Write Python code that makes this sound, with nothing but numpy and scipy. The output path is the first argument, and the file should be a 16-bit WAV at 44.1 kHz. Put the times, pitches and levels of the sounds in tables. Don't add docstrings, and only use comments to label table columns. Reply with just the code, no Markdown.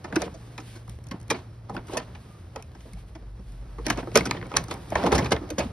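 import sys
import numpy as np
from scipy import signal
from scipy.fft import rfft, irfft
from scipy.io import wavfile
from scipy.ndimage import uniform_filter1d

SR = 44100
rng = np.random.default_rng(int(sys.argv[2]) if len(sys.argv) > 2 else 0)


def store_pcm(level_fs):
    pcm = np.round(np.clip(level_fs, -1, 1) * 32767).astype(np.int16)
    wavfile.write(sys.argv[1], SR, np.atleast_2d(pcm).T)


N = 252247

# (time [s], deep rumble [dB], upper rumble [dB], machine hum [dB]); # the rumble is far
# traffic, and the upper band also carries the panel's boom near 5.2 s
BACKGROUND = [(0.0, -60, -44.5, -55.5), (0.54, -48.5, -55.5, -46), (1.4, -57, -45.5, -46.5),
              (1.72, -53, -56.5, -44), (2.47, -56.5, -45.5, -54.5), (2.85, -45.5, -49, -55.5),
              (3.95, -40.5, -53, -46), (4.33, -48.5, -44, -42), (4.65, -47, -61, -55), (5.19, -53, -29, -44),
              (5.4, -44, -44, -47), (5.72, -60, -40.5, -74)]
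HUM_HZ, HUM_WIDTH_HZ = 115.4, 2.94

# (time [s], level [dB])
EFFORT = [(0.0, -49.5), (0.92, -53), (1.32, -53.5), (1.45, -52), (1.74, -57.5), (1.88, -47.5), (2.29, -52),
          (3.41, -56), (3.82, -50), (3.98, -44), (4.09, -46), (4.44, -45.5), (4.75, -49), (4.97, -42.5),
          (5.1, -38), (5.18, -27), (5.37, -45.5), (5.72, -46)]
REST_DB = -47.5
AFTER_UNDER_PEAK_DB, AFTER_T60_S = 24, 0.33
SWAY_UNDER_EFFORT_DB = 8
# (frequency [Hz], density [dB per Hz])
CREAK_SPECTRUM = [(76, -60), (130, -4), (193, -3.5), (229, -7), (384, -10.5), (1210, -19.5), (2840, -32.5),
                  (5000, -34), (6500, -39), (11000, -120)]
# (frequency [Hz], density [dB per Hz])
RUB_SPECTRUM = [(1500, 1.5), (2500, 1.5), (4000, 0), (6500, -5.5), (9000, -3), (11500, -9.5),
                (13000, -12.5), (16000, -22)]
RUB_DB, RUB_FOLLOWS = -65, 0.67
# (crest time [s], length [s], rub level [dB])
STROKES = [(0.215, 0.11, -58), (0.46, 0.25, -61.5), (0.701, 0.13, -53.5), (0.92, 0.067, -60.5),
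           (1.36, 0.19, -76), (1.752, 0.023, -54), (1.92, 0.068, -50), (2.28, 0.28, -63),
           (2.77, 0.031, -73), (2.86, 0.15, -62), (2.995, 0.045, -59.5), (3.09, 0.021, -63),
           (3.515, 0.18, -64), (3.936, 0.35, -62.5), (4.182, 0.14, -61), (4.566, 0.035, -60),
           (4.723, 0.06, -53), (4.99, 0.42, -56.5), (5.158, 0.084, -63), (5.64, 0.064, -54)]
SWELL_RISE = 0.94

# (frequency [Hz], strength [dB], t60 [s])
PANEL = [(71.1, 12, 0.46), (114.5, 18, 0.089), (188.6, 14, 0.043), (241.7, 1, 0.064), (331.2, 6.5, 0.038),
         (479.4, -7.5, 0.058), (571.7, -6, 0.042), (723.5, 7, 0.03), (903, 10, 0.024), (1156, 5, 0.023),
         (1410, 2, 0.019), (1632, 3, 0.015), (1965, 4, 0.017), (2320, 5.5, 0.013), (2790, 2, 0.004),
         (3300, 12, 0.0043), (3870, 1, 0.0086), (4684, 9, 0.0082), (6033, 17, 0.0061), (7680, 16, 0.0023),
         (7400, -26, 0.0039), (8805, 2.5, 0.01), (10000, 20, 0.002), (9850, 3.5, 0.001),
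         (12200, -10, 0.002), (13900, -11, 0.0043)]
CROWD = 9

# (time [s], peak before knock gain [dB], thump [dB], knock [dB], crack [dB],
#                  favoured pitch [Hz], rattle t60 at 750 Hz [s])
KNOCKS = [(0.0419, -25.5, -20, -15.5, -21.5, 845, 0.052), (0.073, -48, -16, -15, -26, 500, 0.018),
          (0.1, -40, -13, -22, -25, 500, 0.017), (0.125, -24.5, -12, -13.5, -29, 332, 0.018),
          (0.1575, -18.5, -20, -8, -5, 2500, 0.019), (0.161, -14.5, -8.5, -5, -13.5, 320, 0.026),
          (0.218, -21, -28, -13, -7, 6000, 0.017), (0.223, -24, -15, -16, -22, 497, 0.026),
          (0.252, -29, 0.5, -13, -18, 495, 0.082), (0.34, -35.5, 1.5, -13, -7.5, 560, 0.072),
          (0.578, -29, -15, -6.5, -12.5, 865, 0.038), (0.599, -35.5, -13, -15, -8, 600, 0.052),
          (0.754, -37.5, -8.5, -15.5, -11.5, 338, 0.1), (1.111, -27.5, -21, -4.5, -10, 3900, 0.042),
          (1.117, -35, -1, -7, -22, 497, 0.03), (1.138, -33.5, -7, -30, -35, 195, 0.022),
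          (1.301, -14, -18, -5.5, -7, 2340, 0.044), (1.308, -17, -18, -16.5, -14, 500, 0.036),
          (1.314, -21, -13, -13, -14, 6000, 0.013), (1.343, -26.5, -10, -8, -38, 318, 0.065),
          (1.695, -24, -22.5, -37, -31.5, 1160, 0.021), (1.722, -35, -1, -27, -34, 900, 0.033),
          (1.746, -28.5, -16.5, -29, -34, 1100, 0.02), (1.765, -24, -14, -11, -22, 1200, 0.021),
          (1.776, -34.5, -8, -4, -26, 700, 0.022), (1.882, -41.5, -23, -6, -14, 2500, 0.02),
          (1.895, -33, -23, -34, -37, 347, 0.016), (1.933, -31, -14, -33, -15, 358, 0.018),
          (1.948, -23, -14, -32, -48, 640, 0.09), (1.97, -17, -16, -9, -8, 480, 0.04),
          (1.999, -31, -18, -8, -30, 210, 0.025), (2.149, -37.5, -29, -7, -17, 254, 0.04),
          (2.559, -24.5, -21, -16, -15, 774, 0.02), (2.749, -38, -7, -11.5, -15, 780, 0.038),
          (2.806, -44, -23, 5, 4, 3000, 0.015), (2.853, -40, 1, -27, -27, 414, 0.015),
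          (2.969, -47.5, -26, -19, -22, 800, 0.022), (3.15, -34.5, -15, -18, -20.5, 420, 0.046),
          (3.391, -38.5, 16, -6, -8, 195, 0.045), (3.783, -31.5, -11.5, -21, -33, 352, 0.051),
          (3.865, -14.5, -12.5, -10.5, -4, 278, 0.02), (3.881, -24, -10, -11, -15, 240, 0.027),
          (3.9004, -10, -17, -5.5, -7.5, 2470, 0.028), (3.973, -30, -20, -14, -13, 4000, 0.022),
          (3.977, -22, -2, -16, -25, 323, 0.022), (3.987, -31.5, -14, -13, -15, 305, 0.026),
          (4.027, -29.5, -11, -24, -52, 270, 0.028), (4.072, -26.5, -11, -26, -42, 342, 0.018),
          (4.116, -36.5, -6, -10, -16, 500, 0.013), (4.155, -3, -11, -11.5, -10, 526, 0.03),
          (4.173, -7, -24.5, -5, -2, 440, 0.011), (4.184, -26, -10, -10, -10, 500, 0.018),
          (4.207, -18, 2, 5, -6, 2000, 0.0073), (4.254, -20.5, -6.5, -5.5, -4.5, 270, 0.049),
          (4.2704, -26.5, 4, 1.5, -4, 2000, 0.02), (4.291, -31, 3, -5, -13, 2200, 0.02),
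          (4.31, -12, -2.5, 12, 10.5, 1750, 0.0029), (4.365, -29, 0, -4, -26, 325, 0.063),
          (4.413, -30, 0.5, 3, -28, 1790, 0.0033), (4.426, -27.5, -15, -9.5, -32, 1820, 0.0046),
          (4.456, -34.5, -2, -7, -28, 1000, 0.02), (4.516, -26.5, -38, -23, -31, 1110, 0.016),
          (4.525, -34, -22, -22, -25, 1000, 0.017), (4.5396, -24, -18, -9, -23, 1290, 0.0098),
          (4.5648, -14.5, -39, -4, -8, 1430, 0.0098), (4.567, -5.5, -43, -5, 4, 6000, 0.016),
          (4.579, -24, -25, 1, -12, 1600, 0.03), (4.597, -32, 6, -17, -21, 250, 0.012),
          (4.682, -33.5, -19, -26, -16, 358, 0.024), (4.71, -19.5, -13, -5.5, -10, 350, 0.023),
          (4.914, -46, -20, -5, -25, 1500, 0.012), (4.92, -23.5, -14, -22, -50, 655, 0.033),
          (4.954, -12, -34, -12, -25, 640, 0.026), (4.985, -23, -14, -24, -43, 202, 0.018),
          (5.03, -21.5, -7, -17, -22, 250, 0.023), (5.037, -14.5, -13, -20, -28, 700, 0.015),
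          (5.044, -19, -8, -25, -28, 400, 0.018), (5.05, -16.5, 1, -25, -34, 250, 0.025),
          (5.0625, -16, -12, -16, -21, 500, 0.026), (5.069, -15.5, -23, -32, -37, 440, 0.021),
          (5.085, -20, -2, -27, -32, 267, 0.038), (5.119, -17.5, -26, -5, -7.5, 900, 0.015),
          (5.125, -8, -17.5, -24, -25, 506, 0.013), (5.131, -18, -12, -33, -18, 383, 0.054),
          (5.152, -16.5, -13, -20, -9.5, 3570, 0.041), (5.179, -14, -8, -10.5, -11.5, 670, 0.062),
          (5.189, -27, -10, -5.5, -9, 202, 0.014), (5.223, -21.5, 4, -6, -29, 360, 0.035),
          (5.244, -26.5, -15, -3, -7, 3200, 0.023), (5.258, -26, -15, 4, -7, 3200, 0.026),
          (5.307, -23, -4, -20, -13, 646, 0.025), (5.318, -11.5, -7.5, -9.5, -11, 370, 0.041),
          (5.363, -26, -8, -1, -17, 2100, 0.021), (5.414, -26.5, 1, -36, -31, 253, 0.13),
          (5.49, -36, -10, -18, -16, 700, 0.015), (5.502, -23.5, -3.5, -6, -1, 630, 0.027),
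          (5.513, -32, 15, -22, -30, 322, 0.012), (5.58, -23.5, -12, -17, -24, 564, 0.033),
          (5.583, -17, -16.5, -19, -13.5, 564, 0.053), (5.601, -21, -23, -11.5, -29, 500, 0.062),
          (5.649, -24.5, 4, -30, -18, 225, 0.0088)]
COLOUR_HZ = [110, 280, 750, 2100, 5000, 10000]
BODY_DB, BOOM_DB, FIZZ_UNDER_CRACK_DB = -12, -29.5, 10
FIZZ_PER_DB = 0.1267
# (time [s], peak before knock gain [dB])
TICKS = [(0.877, -50), (0.8949, -36.5), (1.039, -44.5), (1.0683, -41), (1.086, -43), (1.2003, -45),
         (1.2127, -44), (1.228, -47), (1.28, -44), (1.87, -43.5), (2.624, -35), (2.9326, -36.5),
         (3.52, -49), (4.143, -39), (4.467, -44), (4.6384, -33), (4.739, -32.5), (4.903, -34.5)]
TICK_COLOUR_DB = [-4, -34, -29, -11.5, -9, -4.5]
TICK_PITCH_HZ, TICK_RATTLE_S = 4640, 0.013
RISE_SHARE = 0.06
FIRST_BLOW_S, FIRST_BLOW_DB = 0.0008, -5.5
CRISP_RATTLE_S = 0.02
TREBLE_DIES_SOONER = 0.056
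FAVOUR_DB, FAVOUR_OCTAVES = 7, 0.3
EVEN_ABOVE_HZ = 650

# (crest time [s], length [s], dull level [dB], bright level [dB])
SCRAPES = [(0.079, 0.023, -47, -60), (0.148, 0.041, -42, -52), (0.203, 0.064, -40.5, -47.5),
           (0.24, 0.066, -39.5, -55), (1.15, 0.049, -50.5, -66), (1.33, 0.027, -35.5, -40.5),
           (1.364, 0.073, -46, -52.5), (1.73, 0.058, -52, -73), (1.779, 0.043, -46.5, -67),
           (1.9, 0.03, -49.5, -74), (1.942, 0.023, -36, -49), (1.985, 0.082, -44.5, -53.5),
           (2.584, 0.049, -49, -59), (3.862, 0.014, -44, -41), (3.914, 0.031, -41.5, -40),
           (3.988, 0.032, -33, -47), (4.176, 0.033, -36, -29.5), (4.283, 0.12, -46, -50.5),
           (4.37, 0.039, -45, -55), (4.451, 0.042, -47.5, -73), (4.51, 0.026, -44, -54.5),
           (4.548, 0.018, -37, -49), (4.557, 0.0086, -50, -41), (4.579, .02, -53, -50),
           (4.586, 0.055, -61, -53), (4.712, 0.015, -50, -38.5), (4.732, 0.065, -43, -61),
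           (4.935, 0.028, -39, -59), (4.976, 0.046, -34.5, -48), (5.031, 0.038, -32, -44),
           (5.07, 0.021, -24.5, -36), (5.128, 0.019, -23.5, -40), (5.157, 0.014, -24, -31.5),
           (5.175, 0.054, -30, -51), (5.263, 0.022, -36, -46), (5.323, 0.01, -23, -24),
           (5.351, 0.043, -32.5, -63), (5.603, 0.015, -43, -39), (5.635, 0.025, -31.5, -48),
           (5.667, 0.054, -44.5, -61)]
# (frequency [Hz], density [dB per Hz])
DULL_SPECTRUM = [(250, 6), (500, 6), (1000, 1), (2000, -11.5), (3000, -16), (6000, -47)]
# (frequency [Hz], density [dB per Hz])
BRIGHT_SPECTRUM = [(1500, -2), (2500, 5.5), (4000, 2.5), (6000, -5), (9000, -9.5), (12000, -22),
                   (14000, -40)]

# (time [s], peak [dB], starting pitch [Hz], t60 [s])
DRUMS = [(0.1657, -12, 332, 0.065), (1.115, -27.5, 240, 0.038), (1.141, -31, 190, 0.04),
         (1.313, -23, 390, 0.039), (1.897, -31.5, 342, 0.014), (1.934, -24.5, 365, 0.041),
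         (4.157, -10, 492, 0.013), (4.922, -19, 650, 0.021), (4.957, -15, 634, 0.028),
         (5.067, -24, 407, 0.024), (5.124, -13, 443, 0.041), (5.513, -30, 307, 0.15),
         (5.582, -20, 540, 0.05), (5.602, -23, 544, 0.037)]
DRUM_RISE_CYCLES, DRUM_SAG = 0.37, 0.041

# (time [s], length [s], from [Hz], to [Hz], level [dB])
WHISTLES = [(1.46, 0.15, 5480, 5400, -79), (2.254, 0.15, 1264, 1157, -61)]

YARD_DB, YARD_T60_S, YARD_CUT_HZ = -19, 0.13, 3800

# (frequency [Hz], level [dB])
LEAN = [(100, 0), (300, -.5), (600, -2.5), (1500, 0), (4200, -1.5), (6400, 0), (15000, 0)]
# (frequency [Hz], phase [rad])
LEAD = [(0, -.045), (170, -.07), (260, -.13), (480, -.45), (1300, -.4), (1700, -.2), (2200, .4), (2900, .9),
        (4500, .6), (5500, .95), (6900, 2.9), (8000, 3.6), (9900, 6.1), (11200, 6.4), (12800, 9.2),
        (14600, 9.5), (16400, 12)]
# (frequency [Hz], share heard alike [0-1])
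ALIKE_PANEL = [(180, 1.0), (260, .985), (350, .96), (650, .88), (1200, .87), (1650, .92), (2200, .65),
               (2800, .42), (4500, .52), (5500, .88), (6500, .97), (16000, .93)]
# (frequency [Hz], share heard alike [0-1])
ALIKE_SPREAD = [(160, 1.0), (260, .96), (350, .86), (470, .78), (650, .6), (1200, .56), (1650, .74),
                (2200, .77), (2800, .48), (4500, .64), (5500, .78), (6500, .93), (16000, .93)]
CUTOFF_HZ = 16800


def amp(db):
    return 10 ** (np.asarray(db) / 20)


def rms_one(x):
    return x / np.sqrt(np.mean(x ** 2) + 1e-20)


def in_time(rows):
    s, *columns = np.transpose(rows)
    return [np.interp(np.arange(N) / SR, s, c) for c in columns]


def at_hz(points, hz):
    hz_points, values = np.transpose(points)
    return np.interp(np.log(hz + 1), np.log(hz_points + 1), values)


def drift(rate_hz):
    knots_hz = 100
    knots = rng.standard_normal(int(N / SR * knots_hz) + 2)
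    smooth = uniform_filter1d(knots, max(1, int(50 / rate_hz)))
    return np.interp(np.arange(N) / SR * knots_hz, np.arange(len(knots)), rms_one(smooth))


def grains(shape, spread_db):
    noise = rng.standard_normal(shape)
    return noise * amp(spread_db * np.minimum(rng.exponential(1, shape), 6))


def coloured(x, spectrum):
    hz = np.fft.rfftfreq(N, 1 / SR)
    gain = amp(at_hz(spectrum, hz)) * (hz > spectrum[0][0])
    return rms_one(irfft(rfft(x) * gain, N))


def swells(rows):
    t = np.arange(N) / SR
    power = np.zeros(N)
    for s, length_s, db in rows:
        width_s = length_s * np.where(t < s, SWELL_RISE, 1)
        power += amp(2 * db) * np.exp(-(2 * (t - s) / width_s) ** 2)
    return power


def background():
    deep_db, upper_db, hum_db = in_time(BACKGROUND)
    white = rng.standard_normal((3, N))
    deep = coloured(white[0], [(22, -3), (33, 1.0), (45, 29.0), (60, 29.5), (80, -70)])
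    upper = coloured(white[1], [(40, -11), (62, 2.0), (95, 9.5), (135, -5.0), (200, -6.0), (400, -78)])
    hum_hz = HUM_HZ + HUM_WIDTH_HZ * drift(7.8)
    hum = np.sqrt(2) * np.sin(2 * np.pi * np.cumsum(hum_hz) / SR)
    return amp(deep_db) * deep + amp(upper_db) * upper + amp(hum_db + 0.54 * drift(6)) * hum


def creaking():
    effort_db, = in_time(EFFORT)
    blows = np.zeros(N)
    for s, peak_db, *_ in KNOCKS:
        blows[round(s * SR)] += amp(2 * (peak_db - AFTER_UNDER_PEAK_DB))
    decay = amp(2 * -60 / (AFTER_T60_S * SR))
    after = signal.lfilter([1], [1, -decay], blows + 1e-18)
    return 10 * np.log10(amp(2 * effort_db) + uniform_filter1d(after, size=882))


def rubbing(creak_db):
    steady_db = RUB_DB + RUB_FOLLOWS * (creak_db - REST_DB)
    return 10 * np.log10(amp(2 * steady_db) + swells(STROKES))


def handling(creak_db, rub_db):
    creak = coloured(grains((2, N), spread_db=2.5) * amp(1.5 * drift(15)), CREAK_SPECTRUM)
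    rub = coloured(grains((2, N), spread_db=2.0) * amp(1 * drift(25)), RUB_SPECTRUM)
    return amp(creak_db) * creak + amp(rub_db) * rub


def sway(creak_db):
    boom = coloured(rng.standard_normal(N), [(45, -16), (80, -8.0), (130, 16), (220, -32)])
    return amp(creak_db - SWAY_UNDER_EFFORT_DB) * boom


def panel_modes(soft_s=0.0061, soft_hz=500):
    hz, mode_db, t60 = np.repeat(PANEL, CROWD, axis=0).T
    hz = hz * 2 ** np.tile(np.linspace(-.14, .14, CROWD), len(PANEL))
    t = np.arange(4096) / SR
    rings = np.sin(2 * np.pi * hz[:, None] * t) * amp(-60 * t / t60[:, None])
    rings *= 1 - np.exp(-t / soft_s * (hz[:, None] / soft_hz) ** 2)
    return hz, mode_db, rings


def scrabble(creak_db, per_s=210.0, gain_db=-4.0, growth=0.035, tilt_db_per_octave=-4.0):
    hz, mode_db, rings = panel_modes()
    signs = rng.choice([-1, 1], (2, len(hz)))
    body = signs * amp(mode_db + tilt_db_per_octave * np.log2(hz / 500)) @ rings
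    ticks = (rng.random(N) < per_s / SR) * grains(N, spread_db=5.5)
    ticks = signal.lfilter([1], [1, -1.5, .5625], ticks)
    sound = rms_one(signal.fftconvolve(ticks[None], body, axes=1)[:, :N])
    return amp(creak_db + gain_db + growth * (creak_db + 42.0)) * sound


def contacts():
    for s, peak_db, thump_db, knock_db, crack_db, pitch_hz, rattle_s in KNOCKS:
        fizz_db = crack_db - FIZZ_UNDER_CRACK_DB + FIZZ_PER_DB * (peak_db + 30.0)
        colour_db = [BOOM_DB, thump_db, BODY_DB, knock_db, crack_db, fizz_db]
        yield s, peak_db, colour_db, pitch_hz, rattle_s
    for s, peak_db in TICKS:
        yield s, peak_db, TICK_COLOUR_DB, TICK_PITCH_HZ, TICK_RATTLE_S


def knocks(gain_db=1.0, dry_hz=1300, spread_db=3.5, uneven_db=2.66):
    hz, mode_db, rings = panel_modes()
    t = np.arange(rings.shape[1]) / SR
    bands_hz = np.array(COLOUR_HZ)
    shares = np.array([np.interp(np.log(hz), np.log(bands_hz), peak) for peak in np.eye(len(bands_hz))])
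    shape = (len(KNOCKS) + len(TICKS), 2, len(hz))
    signs = np.where(hz > EVEN_ABOVE_HZ, (-1) ** np.arange(len(hz)), rng.choice([-1, 1], shape))
    signs = signs * amp(uneven_db * rng.standard_normal(shape))
    out = np.zeros((2, N + 2 * len(t)))
    for (s, peak_db, colour_db, pitch_hz, rattle_s), sign in zip(contacts(), signs):
        nearness = np.exp(-.5 * (np.log2(hz / pitch_hz) / FAVOUR_OCTAVES) ** 2)
        favoured_db = FAVOUR_DB / (1 + (pitch_hz / dry_hz) ** 2) * nearness
        strengths = sign[:, None] * shares * amp(mode_db + favoured_db)

        lasts_s = rattle_s * (bands_hz[:, None] / bands_hz[2]) ** -TREBLE_DIES_SOONER
        lasts_s = np.clip(lasts_s, .002, .2)
        envelope = (1 - np.exp(-t / (RISE_SHARE * lasts_s))) * amp(-60 * t / lasts_s)
        chatter = grains((2, 1, len(t)), spread_db) * envelope
        chatter /= np.sqrt(np.sum(chatter ** 2, axis=2, keepdims=True))
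        first_blow = amp(FIRST_BLOW_DB) * np.sqrt(CRISP_RATTLE_S / lasts_s[:, 0])
        chatter[:, :, round(FIRST_BLOW_S * SR)] += first_blow

        parts = signal.fftconvolve(chatter, strengths @ rings, axes=2)
        parts /= np.max(np.abs(parts), axis=2, keepdims=True)
        sound = amp(colour_db) @ parts
        sound /= np.max(np.abs(sound), axis=1, keepdims=True)
        at = round(s * SR)
        out[:, at:at + sound.shape[1]] += amp(peak_db + gain_db) * sound
    return out[:, :N]


def scrapes(grit_db=2.5, lumpy_db=5.0):
    s, length_s, *levels = np.transpose(SCRAPES)
    out = np.zeros((2, N))
    for db, spectrum in zip(levels, [DULL_SPECTRUM, BRIGHT_SPECTRUM]):
        envelope = np.sqrt(swells(zip(s, length_s, db))) * amp(lumpy_db * drift(50))
        out += envelope * coloured(grains((2, N), grit_db), spectrum)
    return out


def drums():
    out, t = np.zeros(N + SR), np.arange(SR // 5) / SR
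    for s, peak_db, hz, t60 in DRUMS:
        swing = (1 - np.exp(-t * hz / DRUM_RISE_CYCLES)) ** 2 * amp(-60 * t / t60)
        sinking_hz = hz * (1 - DRUM_SAG * np.tanh(2 * t / t60))
        note = np.sin(2 * np.pi * np.cumsum(sinking_hz) / SR)
        out[round(s * SR):][:len(t)] += amp(peak_db) * note * swing / swing.max()
    return out[:N]


def whistles():
    out, waver, breath = np.zeros(N), drift(20), amp(3.8 * drift(50))
    for s, length_s, from_hz, to_hz, db in WHISTLES:
        at, part = round(s * SR), np.linspace(0, 1, round(length_s * SR))
        hz = (from_hz + (to_hz - from_hz) * part) * (1 + 0.008 * waver[at:at + len(part)])
        envelope = np.sqrt(2 * np.abs(np.sin(np.pi * part)))
        out[at:at + len(part)] += amp(db) * envelope * np.sin(2 * np.pi * np.cumsum(hz) / SR)
    return out * breath


def yard(x):
    t = np.arange(round(.4 * SR)) / SR
    tail = rng.standard_normal((2, len(t))) * amp(-60 * t / YARD_T60_S) * (t > .004)
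    tail = signal.sosfilt(signal.butter(1, YARD_CUT_HZ, fs=SR, output="sos"), tail)
    tail /= np.sqrt(np.sum(tail ** 2, axis=1, keepdims=True))
    return amp(YARD_DB) * signal.fftconvolve(x, tail, axes=1)[:, :N]


def ports(common, differing, likeness):
    hz = np.fft.rfftfreq(N, 1 / SR)
    alike = np.clip(at_hz(likeness, hz), 0, 1)
    side = np.array([[1], [-1]])
    same = np.sqrt((1 + alike) / 2) * rfft(common)
    opposed = side * np.sqrt((1 - alike) / 2) * rfft(differing)
    lead_rad = np.interp(hz, *np.transpose(LEAD))
    tilt = amp(side * at_hz(LEAN, hz) / 2) * np.exp(.5j * side * lead_rad)
    return irfft((same + opposed) * tilt, N)


def scene():
    creak_db = creaking()
    panel = knocks() + scrapes() + drums() * [[1], [0]]
    spread = scrabble(creak_db) + handling(creak_db, rubbing(creak_db))
    spread[0] += sway(creak_db) + whistles() + background()
    return ports(*(panel + yard(panel)), ALIKE_PANEL) + ports(*spread, ALIKE_SPREAD)


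def record(dry):
    rounded = 1.557 * np.tanh(dry / 1.466)
    return signal.sosfilt(signal.cheby2(12, 70, CUTOFF_HZ, fs=SR, output="sos"), rounded)


dry = scene()
out = record(dry)
store_pcm(out)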